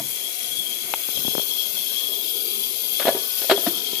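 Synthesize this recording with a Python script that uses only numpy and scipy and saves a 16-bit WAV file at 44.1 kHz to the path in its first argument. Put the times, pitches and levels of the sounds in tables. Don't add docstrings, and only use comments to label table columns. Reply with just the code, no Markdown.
import sys
import numpy as np
from scipy import signal
from scipy.fft import rfft, irfft
from scipy.io import wavfile
from scipy.ndimage import uniform_filter1d

SR = 44100
rng = np.random.default_rng(int(sys.argv[2]) if len(sys.argv) > 2 else 0)


def pcm_store(signal):
    levels = np.round(np.clip(np.atleast_2d(signal), -1, 1) * 32767)
    wavfile.write(sys.argv[1], SR, levels.astype(np.int16).T)


N = 176400
T = np.arange(N) / SR
HZ = np.fft.rfftfreq(N, 1 / SR)
MAINS_HZ = 59.985
FRAMES = dict(nperseg=2048, noverlap=1536)

# time_s, level_db, pan_db
FIZZ_LEVEL = [(0.02, -32, 11), (0.1, -29, 7.5), (0.2, -31.5, 9), (0.46, -30.5, 10), (0.8, -31, 9.5),
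              (1.17, -28.5, 13), (1.93, -28.5, 16), (1.95, -29.5, 13), (2.57, -27.5, 17), (2.79, -28.5, 16),
              (2.86, -27.5, 19.5), (3.0, -27, 15), (3.02, -26.5, 18.5), (3.21, -28.5, 12), (3.47, -26, 17),
              (3.5, -28, 11), (3.55, -30, 13), (3.65, -25.5, 17), (3.82, -31.5, 16), (3.98, -30.5, 28)]
# freq_hz, density_db
FIZZ_OPEN = [(5000, -28), (7000, -6.5), (8500, -6), (9500, -4), (10500, 2.5), (11200, 6), (12000, 1),
             (13300, 2), (14500, -1)]
# freq_hz, density_db
FIZZ_COVERED = [(5000, -66), (7000, -12.5), (8500, -14), (9500, -7), (10500, -3), (11200, 3), (12000, 1),
                (13300, 3.5), (14500, -2.5)]
# freq_hz, extra_db
FIZZ_RIGHT = [(7000, 5), (9000, -1), (11000, -6.5), (13000, -6), (14400, -1)]
# time_s, level_db, pan_db
SIZZLE_LEVEL = [(0.02, -39, 7), (0.47, -37, 12), (0.67, -40, 11), (0.8, -37.5, 15), (0.91, -37, 6.5),
                (1.13, -36.5, 11.5), (1.3, -37, 12), (1.72, -37.5, 11.5), (2.29, -37, 13.5),
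                (3.14, -35.5, 10), (3.2, -36, 12), (3.38, -35.5, 10), (3.55, -35.5, 12), (3.7, -35, 8.5),
                (3.76, -36.5, 12), (3.98, -36, 11)]
# freq_hz, density_db
SIZZLE_SPECTRUM = [(1700, -28), (2050, -14.5), (2350, -4), (3000, -4.5), (3600, 2.5), (4500, -2),
                   (5500, -4), (6100, -3), (6800, -8), (8500, -10)]
# freq_hz, extra_db
SIZZLE_OPEN = [(1800, 11), (2500, 1.5), (3000, -0.5), (3600, -3.5), (4500, -2), (5500, -4.5), (7000, -4.5)]
# freq_hz, extra_db
SIZZLE_RIGHT = [(2000, 7.5), (2800, 5.5), (3500, 8.5), (3700, -20), (4000, -9), (4500, -4), (5200, -1.5),
                (6000, -4), (6600, 6.5)]
# centre_hz, width_hz, lift_open_db, lift_ajar_db, lift_seated_db
TANK_MODES = [(2700, 110, 0, 6.4, 2.2), (3993, 59, 7, 7.9, 3.4), (4137, 36, 9.5, 8.9, 4.8),
              (4370, 97, 7, 9.6, 7.2), (4680, 59, 7.5, 6, 5.5), (4720, 40, 8, 4.9, 11),
              (5160, 110, 12, 13.4, 9.7), (5730, 250, 10, 6.9, 3.4), (6470, 380, 14.5, 12.4, 6.9)]
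# time_s, centre_hz, gain_db
LID_NOTCH = [(0.45, 5300, 0), (0.7, 5420, -7), (0.99, 5520, -15), (1.12, 6080, -8), (2.35, 6170, -8),
             (2.7, 6170, -1)]
# freq_hz, density_db
RING_SPECTRUM = [(2700, -60), (3050, -25), (3140, -4.5), (3190, 5), (3245, -9), (3325, 5.5), (3375, 3),
                 (3480, -13), (3650, -19), (4000, -27)]
# time_s, level_db
RING_CONTOUR = [(0.02, -47), (0.13, -43), (0.22, -46), (0.25, -26.5), (0.35, -55.5), (0.41, -28.5),
                (0.45, -43), (0.53, -25), (0.65, -35), (0.67, -21), (0.79, -45), (0.81, -32), (0.92, -49),
                (1.04, -40), (1.07, -48), (1.17, -25), (1.24, -36), (1.27, -19), (1.35, -40), (1.4, -20),
                (1.42, -29), (1.46, -41), (1.53, -11), (1.56, -36), (1.59, -16.5), (1.75, -50.5),
                (1.77, -28.5), (1.83, -34), (1.86, -37.5), (1.92, -28.5), (1.94, -38), (1.98, -14),
                (2.05, -31), (2.07, -30), (2.26, -37), (2.28, -34), (2.38, -33), (2.46, -50), (2.48, -37.5),
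                (2.62, -35), (2.64, -30), (2.72, -47), (2.99, -31), (3.01, -41), (3.06, -19), (3.16, -45),
                (3.2, -32), (3.26, -49), (3.43, -36), (3.47, -50), (3.5, -21), (3.55, -36), (3.57, -16),
                (3.59, -50), (3.64, -37), (3.68, -34.5), (3.85, -29.5), (3.88, -17), (3.9, -36),
                (3.98, -22)]
# time_s, pan_db
RING_PAN = [(0.02, 23), (0.59, 16), (0.81, 11.5), (2.18, 20), (2.57, 8), (3.98, 18)]
# peak_s, level_db, half_length_s, pitch_hz
WHINES = [(0.53, -33, .025, 3300), (0.69, -33, .03, 3220), (1.53, -28.5, .018, 3345),
          (1.597, -26.5, .012, 3345), (1.825, -30, .012, 3360), (1.983, -26.5, .012, 3330),
          (2.015, -30, .018, 3340), (2.083, -28.5, .018, 3360), (2.13, -29, .012, 3350),
          (2.167, -28, .011, 3375), (2.21, -31, .018, 3350), (3.88, -31, .015, 3230),
          (3.972, -29.5, .015, 3300)]
# start_s, level_db, favoured_hz, clack_db, t60_ratio
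KNOCKS = [(0.001, -21.5, 716, -15, 0.58), (2.997, -26, 1090, 16, 0.49), (3.015, -30, 1700, 12, 0.8),
          (3.0235, -24.5, 1500, 1.5, 1.2), (3.0525, -9.5, 478, -8, 0.82), (3.069, -9, 640, -2.5, 0.78),
          (3.0805, -2.5, 537, -8, 0.71), (3.0885, -3.5, 665, -19, 0.65), (3.1015, -18.5, 520, -18, 1.5),
          (3.149, -15, 465, -7, 0.46), (3.165, -19, 437, -11, 0.88), (3.417, -26, 424, 5, 0.61),
          (3.443, -24, 600, -9, 0.55), (3.497, -6.5, 650, 1, 1), (3.5105, -14, 670, 11, 0.54),
          (3.5142, -3, 666, -6.5, 0.69), (3.5205, -25, 700, 8, 0.27), (3.577, -12.5, 650, -19, 0.33),
          (3.6645, -13.5, 713, 0, 0.74), (3.932, -18, 357, -14, 0.1)]
# freq_hz, level_db, t60_s
LID_MODES = [(299, 11.5, 0.087), (344, 12, 0.061), (395.5, 7, 0.22), (440, 9.5, 0.052), (555, 10.5, 0.086),
             (640, 15, 0.051), (662, 10.5, 0.064), (694, -31.5, 0.2), (944, 13.5, 0.19), (1154, 12, 0.08),
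             (1456, 8, 0.06), (1717, 10, 0.14), (2070, -45, 0.034), (2230, 1, .07)]
# freq_hz, density_db
CLACK_SPECTRUM = [(40, -31), (150, -14), (500, 4.5), (700, 8), (900, -7), (1300, 1.5), (1800, -2),
                  (2600, -7.5), (4200, -10.5), (5200, -19), (8000, -21), (14000, -40)]
# freq_hz, extra_db
CLACK_LEFT = [(1200, 1), (2400, 7), (4200, 15), (6000, 7)]
# start_s, level_db, final_hz, t60_s, sag_ratio
THUMPS = [(0.001, -21, 162, 0.043, 0.38), (0.002, -33.5, 323, 0.1, 0.32), (3.149, -16.5, 423, 0.029, .1),
          (3.5139, -9, 401, 0.091, 0.16), (3.585, -21, 380, 0.042, 0.21), (3.668, -12.5, 351, 0.073, 0.54),
          (3.67, -22.5, 171, 0.055, 0.32)]
# start_s, level_db, pitch_hz, t60_s, pan_db
TAPS = [(1.089, -11, 404, 0.0022, 26), (1.1761, -22, 526, 0.011, 29), (1.2502, -14.5, 281, 0.0087, 32),
        (1.2813, -9.5, 296, 0.0089, 32), (1.3518, -8.5, 500, 0.007, 28), (1.381, -6, 414, 0.006, 30),
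        (1.396, -17.5, 606, 0.013, 22)]
# harmonic, level_db
HUM_LINES = [(6, -60.5), (7, -63), (8, -63), (12, -67)]
# freq_hz, density_db
RUSH_SPECTRUM = [(25, -36), (90, 2), (140, -3.5), (220, 7.5), (300, -4), (360, 6), (420, 7.5), (500, 2),
                 (580, -5), (690, 4), (800, -3), (880, 1.5), (950, 1.5), (1080, -3), (1200, 2),
                 (1400, -3.5), (1510, -5.5), (1700, -6.5), (2100, -1), (3000, -34)]
# freq_hz, extra_db
RUSH_LEFT = [(120, -42), (220, -1), (720, 5), (850, -32), (950, 4.5), (1100, -44), (1210, -3.5),
             (1350, -22), (1510, 13), (1750, -53), (2100, 3.5)]
# time_s, level_db
RUSH_LEVEL = [(0.1, -50.5), (1.39, -43), (2.42, -47.5), (3.4, -43), (3.65, -40), (3.75, -42), (3.98, -44.5)]
# freq_hz, correlation
RUSH_CORRELATION = [(100, 0.2), (300, 0.79), (700, 0.49), (1000, 0.11), (2000, 0.082)]
# peak_s, level_db, half_length_s
BUMPS = [(0.025, -47, 0.087), (0.1, -57, 0.12), (0.526, -49, 0.044), (0.597, -41, 0.019),
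         (0.853, -47, .025), (0.907, -51, 0.019), (1.185, -37, 0.035), (1.274, -39, 0.04),
         (1.372, -40, 0.02)]


def fizz(gain_db=3, flutter_db=0.68, cover_mid_s=1.0, cover_span_s=0.24):
    covered_db, open_db = spectrum(FIZZ_COVERED), spectrum(FIZZ_OPEN)
    covered_hiss = drifting_hiss(covered_db + np.array([0 * HZ, spectrum(FIZZ_RIGHT)]))
    open_hiss = unit_rms(irfft(rfft(covered_hiss) * amp(open_db - covered_db), N))
    covered = ramp(T, cover_mid_s, cover_span_s)
    hiss = (1 - covered) * open_hiss + covered * covered_hiss
    level_db = curve(FIZZ_LEVEL) + gain_db + flutter_db * wander(56)
    return hiss * bursts(depth_db=4.5, lag=0.91) * amp(level_db) * pan(curve(FIZZ_LEVEL, column=2))


def drifting_hiss(density_db, comb_db=2, width_hz=57, count=16):
    kernel = np.exp(-.5 * (np.linspace(-500, 500, N // SR * 1000) / width_hz) ** 2)
    position = T / T[-1] * (count - 1)
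    hiss = np.zeros((2, N))
    for k in range(count):
        comb = unit_rms(signal.fftconvolve(rng.standard_normal(len(HZ)), kernel, "same"))
        fade = np.cos(np.pi / 2 * np.minimum(abs(position - k), 1))
        hiss += fade * noise(density_db + comb_db * comb, correlation=0)
    return hiss


def bursts(depth_db, lag):
    return unit_rms(amp(depth_db * abs(np.sin(np.pi * (2 * MAINS_HZ * T - lag)))))


def sizzle(gain_db=6, flutter_db=0.94, grain_db=0.5, patch_db=2):
    hz, t, bins = signal.stft(rng.standard_normal((2, N)), SR, **FRAMES)
    hz = hz[:, None]
    left_db = spectrum(SIZZLE_SPECTRUM, hz) + tank_colour_db(hz, t)
    right_db = left_db + spectrum(SIZZLE_RIGHT, hz)
    colour_db = np.array([left_db, right_db]) + patch_db * patches(bins.shape)
    hiss = unit_rms(signal.istft(bins * amp(colour_db), **FRAMES)[1][:, :N])
    level_db = curve(SIZZLE_LEVEL) + gain_db + flutter_db * wander(21) + grain_db * wander(1800)
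    return hiss * bursts(depth_db=4, lag=0.78) * amp(level_db) * pan(curve(SIZZLE_LEVEL, column=2))


def tank_colour_db(hz, t, sway_hz=14, notch_width_hz=300):
    covered = ramp(t, mid_s=1.116, span_s=0.084)
    seated = ramp(t, mid_s=2.15, span_s=0.41)
    colour_db = (1 - covered) * spectrum(SIZZLE_OPEN, hz)
    for centre_hz, width_hz, *lifts_db in TANK_MODES:
        mode_hz = centre_hz + sway_hz * np.interp(t, T, wander(4.7))
        lift_db = np.interp(covered + seated, [0, 1, 2], lifts_db)
        colour_db += lift_db / (1 + (2 * (hz - mode_hz) / width_hz) ** 2)
    notch_hz, notch_db = curve(LID_NOTCH, column=1, t=t), curve(LID_NOTCH, column=2, t=t)
    return colour_db + notch_db * np.exp(-(2 * (hz - notch_hz) / notch_width_hz) ** 2)


def tank_song(takeover=0.6):
    surges = np.array([bell(peak_s, half_s) for peak_s, _, half_s, _ in WHINES])
    return (whine(surges) + ring() * (1 - takeover * surges.max(0))) * pan(curve(RING_PAN))


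def ring(gain_db=3, throb_db=1.72, steadiness=0.12, swing=0.47):
    analytic = signal.hilbert(noise(spectrum(RING_SPECTRUM), correlation=-0.83))
    song = unit_rms(analytic.real / (abs(analytic) + 1e-6) ** steadiness)
    contour_db = curve(RING_CONTOUR)
    level_db = contour_db.mean() + swing * (contour_db - contour_db.mean())
    return song * bursts(depth_db=6, lag=0.098) * amp(level_db + gain_db + throb_db * wander(59))


def whine(surges, jitter_hz=15):
    swell = amp([level_db for _, level_db, _, _ in WHINES]) @ surges
    pitch_hz = curve(WHINES, column=3) + jitter_hz * wander(34.3)
    return swell * np.sqrt(2) * sine(pitch_hz) * bursts(depth_db=5, lag=0.05)


def lid(tap_send=0.23):
    taps, knocks = np.zeros((2, 2, N))
    for start_s, *row in TAPS:
        add(taps, start_s, tap(*row))
    add(taps, start_s=0.9383, sound=snap())
    for start_s, *row in THUMPS:
        add(knocks, start_s, thump(*row))
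    clack_db = spectrum(CLACK_SPECTRUM) + np.array([spectrum(CLACK_LEFT), 0 * HZ])
    clack_noise, size = noise(clack_db, correlation=0.46), SR // 5
    for k, (start_s, *row) in enumerate(KNOCKS):
        edge_noise = np.roll(clack_noise, -k * size, 1)[:, :size]
        add(knocks, start_s, knock(*row, edge_noise))
    return taps + knocks + room(knocks + tap_send * taps)


def knock(level_db, favoured_hz, clack_db, t60_ratio, edge_noise,
          favour_db=18.5, favour_octaves=0.22, clack_t60_s=0.12):
    t = np.arange(edge_noise.shape[1]) / SR
    mode_hz, mode_db, t60_s = np.transpose(LID_MODES)[:, :, None]
    favour = np.exp(-.5 * (np.log2(mode_hz / favoured_hz) / favour_octaves) ** 2)
    modes = amp(mode_db + favour_db * favour) * np.sin(2 * np.pi * mode_hz * t)
    body = (modes * decay(t, t60_s * t60_ratio)).sum(0)
    body *= amp(1) / abs(body).max()
    clack = edge_noise * amp(clack_db - 8) * decay(t, clack_t60_s * t60_ratio)
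    return amp(level_db) * (body + clack) * attack(t, rise_s=0.00057) * pan(-0.2)


def thump(level_db, final_hz, t60_s, sag_ratio, glide_s=0.0075, gain_db=6):
    t = np.arange(SR // 4) / SR
    boom = sine(final_hz * (1 - sag_ratio * np.exp(-t / glide_s)))
    return amp(level_db + gain_db) * boom * attack(t, rise_s=0.0082) * decay(t, t60_s) * pan(0)


def tap(level_db, pitch_hz, t60_s, pan_db, overtone_ratio=2.1, overtone_db=-9, gain_db=1):
    t = np.arange(SR // 20) / SR
    phase = 2 * np.pi * pitch_hz * t
    overtone = amp(overtone_db) * np.sin(overtone_ratio * phase) * decay(t, 0.6 * t60_s)
    touch = np.sin(phase) * decay(t, t60_s) + overtone
    return amp(level_db + gain_db) * touch * attack(t, rise_s=0.00017) * pan(pan_db)


def snap(gain_db=-9, pitch_hz=906, grit_db=-15, low_cut_hz=400):
    t = np.arange(SR // 20) / SR
    body = np.sin(2 * np.pi * pitch_hz * t) * decay(t, t60_s=0.014)
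    edge_hz_db = [(1350, 10.5), (2350, 9), (2850, 3), (3600, -15)]
    edge = sum(amp(db) * np.sin(2 * np.pi * hz * t) for hz, db in edge_hz_db) * decay(t, t60_s=0.003)
    grit_hz_db = [(200, -17), (750, -3), (1400, -1), (2700, -3), (5000, -31), (12000, -50)]
    grit = noise(spectrum(grit_hz_db), correlation=0.96)[:, :len(t)] * decay(t, t60_s=0.025)
    click = (body + edge + amp(grit_db) * grit) * attack(t, rise_s=0.00032)
    return amp(gain_db) * signal.lfilter(*signal.butter(1, low_cut_hz, "high", fs=SR), click) * pan(14)


def hum(waver_db=2, jitter_hz=4):
    lines = np.zeros(N)
    for harmonic, level_db in HUM_LINES:
        peak = np.sqrt(2) * amp(level_db + waver_db * wander(8))
        lines += peak * sine(harmonic * MAINS_HZ + jitter_hz * wander(24))
    return lines


def handling(gain_db=4):
    swell = sum(amp(level_db) * bell(peak_s, half_s) for peak_s, level_db, half_s in BUMPS)
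    rumble_hz_db = [(20, -4), (60, -1), (110, 2.5), (180, -10), (400, -12), (1500, -58)]
    return amp(gain_db) * swell * noise(spectrum(rumble_hz_db), correlation=0.27) * pan(25)


def rush(gain_db=1, swell_db=1, patch_db=4.5):
    density_db = spectrum(RUSH_SPECTRUM) + np.array([spectrum(RUSH_LEFT), 0 * HZ])
    bins = signal.stft(noise(density_db, spectrum(RUSH_CORRELATION)), **FRAMES)[2]
    bins *= amp(patch_db * patches(bins.shape[1:]))
    wash = unit_rms(signal.istft(bins, **FRAMES)[1][:, :N])
    return wash * amp(curve(RUSH_LEVEL) + gain_db + swell_db * wander(11))


def room(dry, t60_s=0.45, gain_db=-21.5):
    t = np.arange(SR // 2) / SR
    tail_hz_db = [(100, 13.5), (700, 4.5), (3000, 0.5), (10000, -30)]
    tail = noise(spectrum(tail_hz_db), correlation=0.8)[:, :len(t)]
    tail *= decay(t, t60_s) * np.minimum(t / 0.0014, 1)
    return amp(gain_db) * signal.fftconvolve(dry, tail / np.linalg.norm(tail[0]), axes=1)[:, :N]


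def amp(db):
    return 10 ** (np.asarray(db) / 20)


def unit_rms(x):
    return x / np.sqrt(np.mean(x ** 2) + 1e-20)


def sine(hz):
    return np.sin(2 * np.pi * np.cumsum(hz) / SR)


def attack(t, rise_s):
    return 1 - np.exp(-t / rise_s)


def decay(t, t60_s):
    return amp(-60 * t / t60_s)


def ramp(t, mid_s, span_s):
    return np.clip((t - mid_s) / span_s + .5, 0, 1)


def bell(peak_s, half_s):
    return np.exp(-((T - peak_s) / half_s) ** 2)


def spectrum(points, hz=HZ):
    freq_hz, values = np.transpose(points)
    return np.interp(np.log(hz + 1), np.log(freq_hz + 1), values)


def curve(rows, column=1, t=T):
    rows = np.array(rows)
    return np.interp(t, rows[:, 0], rows[:, column])


def add(mix, start_s, sound):
    part = mix[:, round(start_s * SR):][:, :sound.shape[1]]
    part += sound[:, :part.shape[1]]


def pan(pan_db):
    gains = amp(np.array([[1], [-1]]) * pan_db / 2)
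    return gains / np.sqrt((gains ** 2).mean(0))


def wander(rate_hz):
    return unit_rms(irfft(rfft(rng.standard_normal(N)) / (1 + (HZ / rate_hz) ** 4), N))


def noise(density_db, correlation):
    left, independent = rfft(rng.standard_normal((2, N)))
    right = correlation * left + np.sqrt(1 - correlation ** 2) * independent
    return unit_rms(irfft(np.array([left, right]) * amp(density_db), N))


def patches(shape):
    bands = uniform_filter1d(rng.standard_normal(shape), size=4, axis=-2)
    return unit_rms(uniform_filter1d(bands, size=26, axis=-1))


def scene():
    return fizz() + sizzle() + tank_song() + hum() + rush() + handling() + lid()


def record(dry):
    thin = signal.sosfilt(signal.butter(3, 170, "high", fs=SR, output="sos"), dry)
    band_limit = signal.firwin(511, 14680, window=("kaiser", 9), fs=SR)
    return signal.oaconvolve(thin, band_limit[None], "same")


dry = scene()
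out = record(dry)
pcm_store(out)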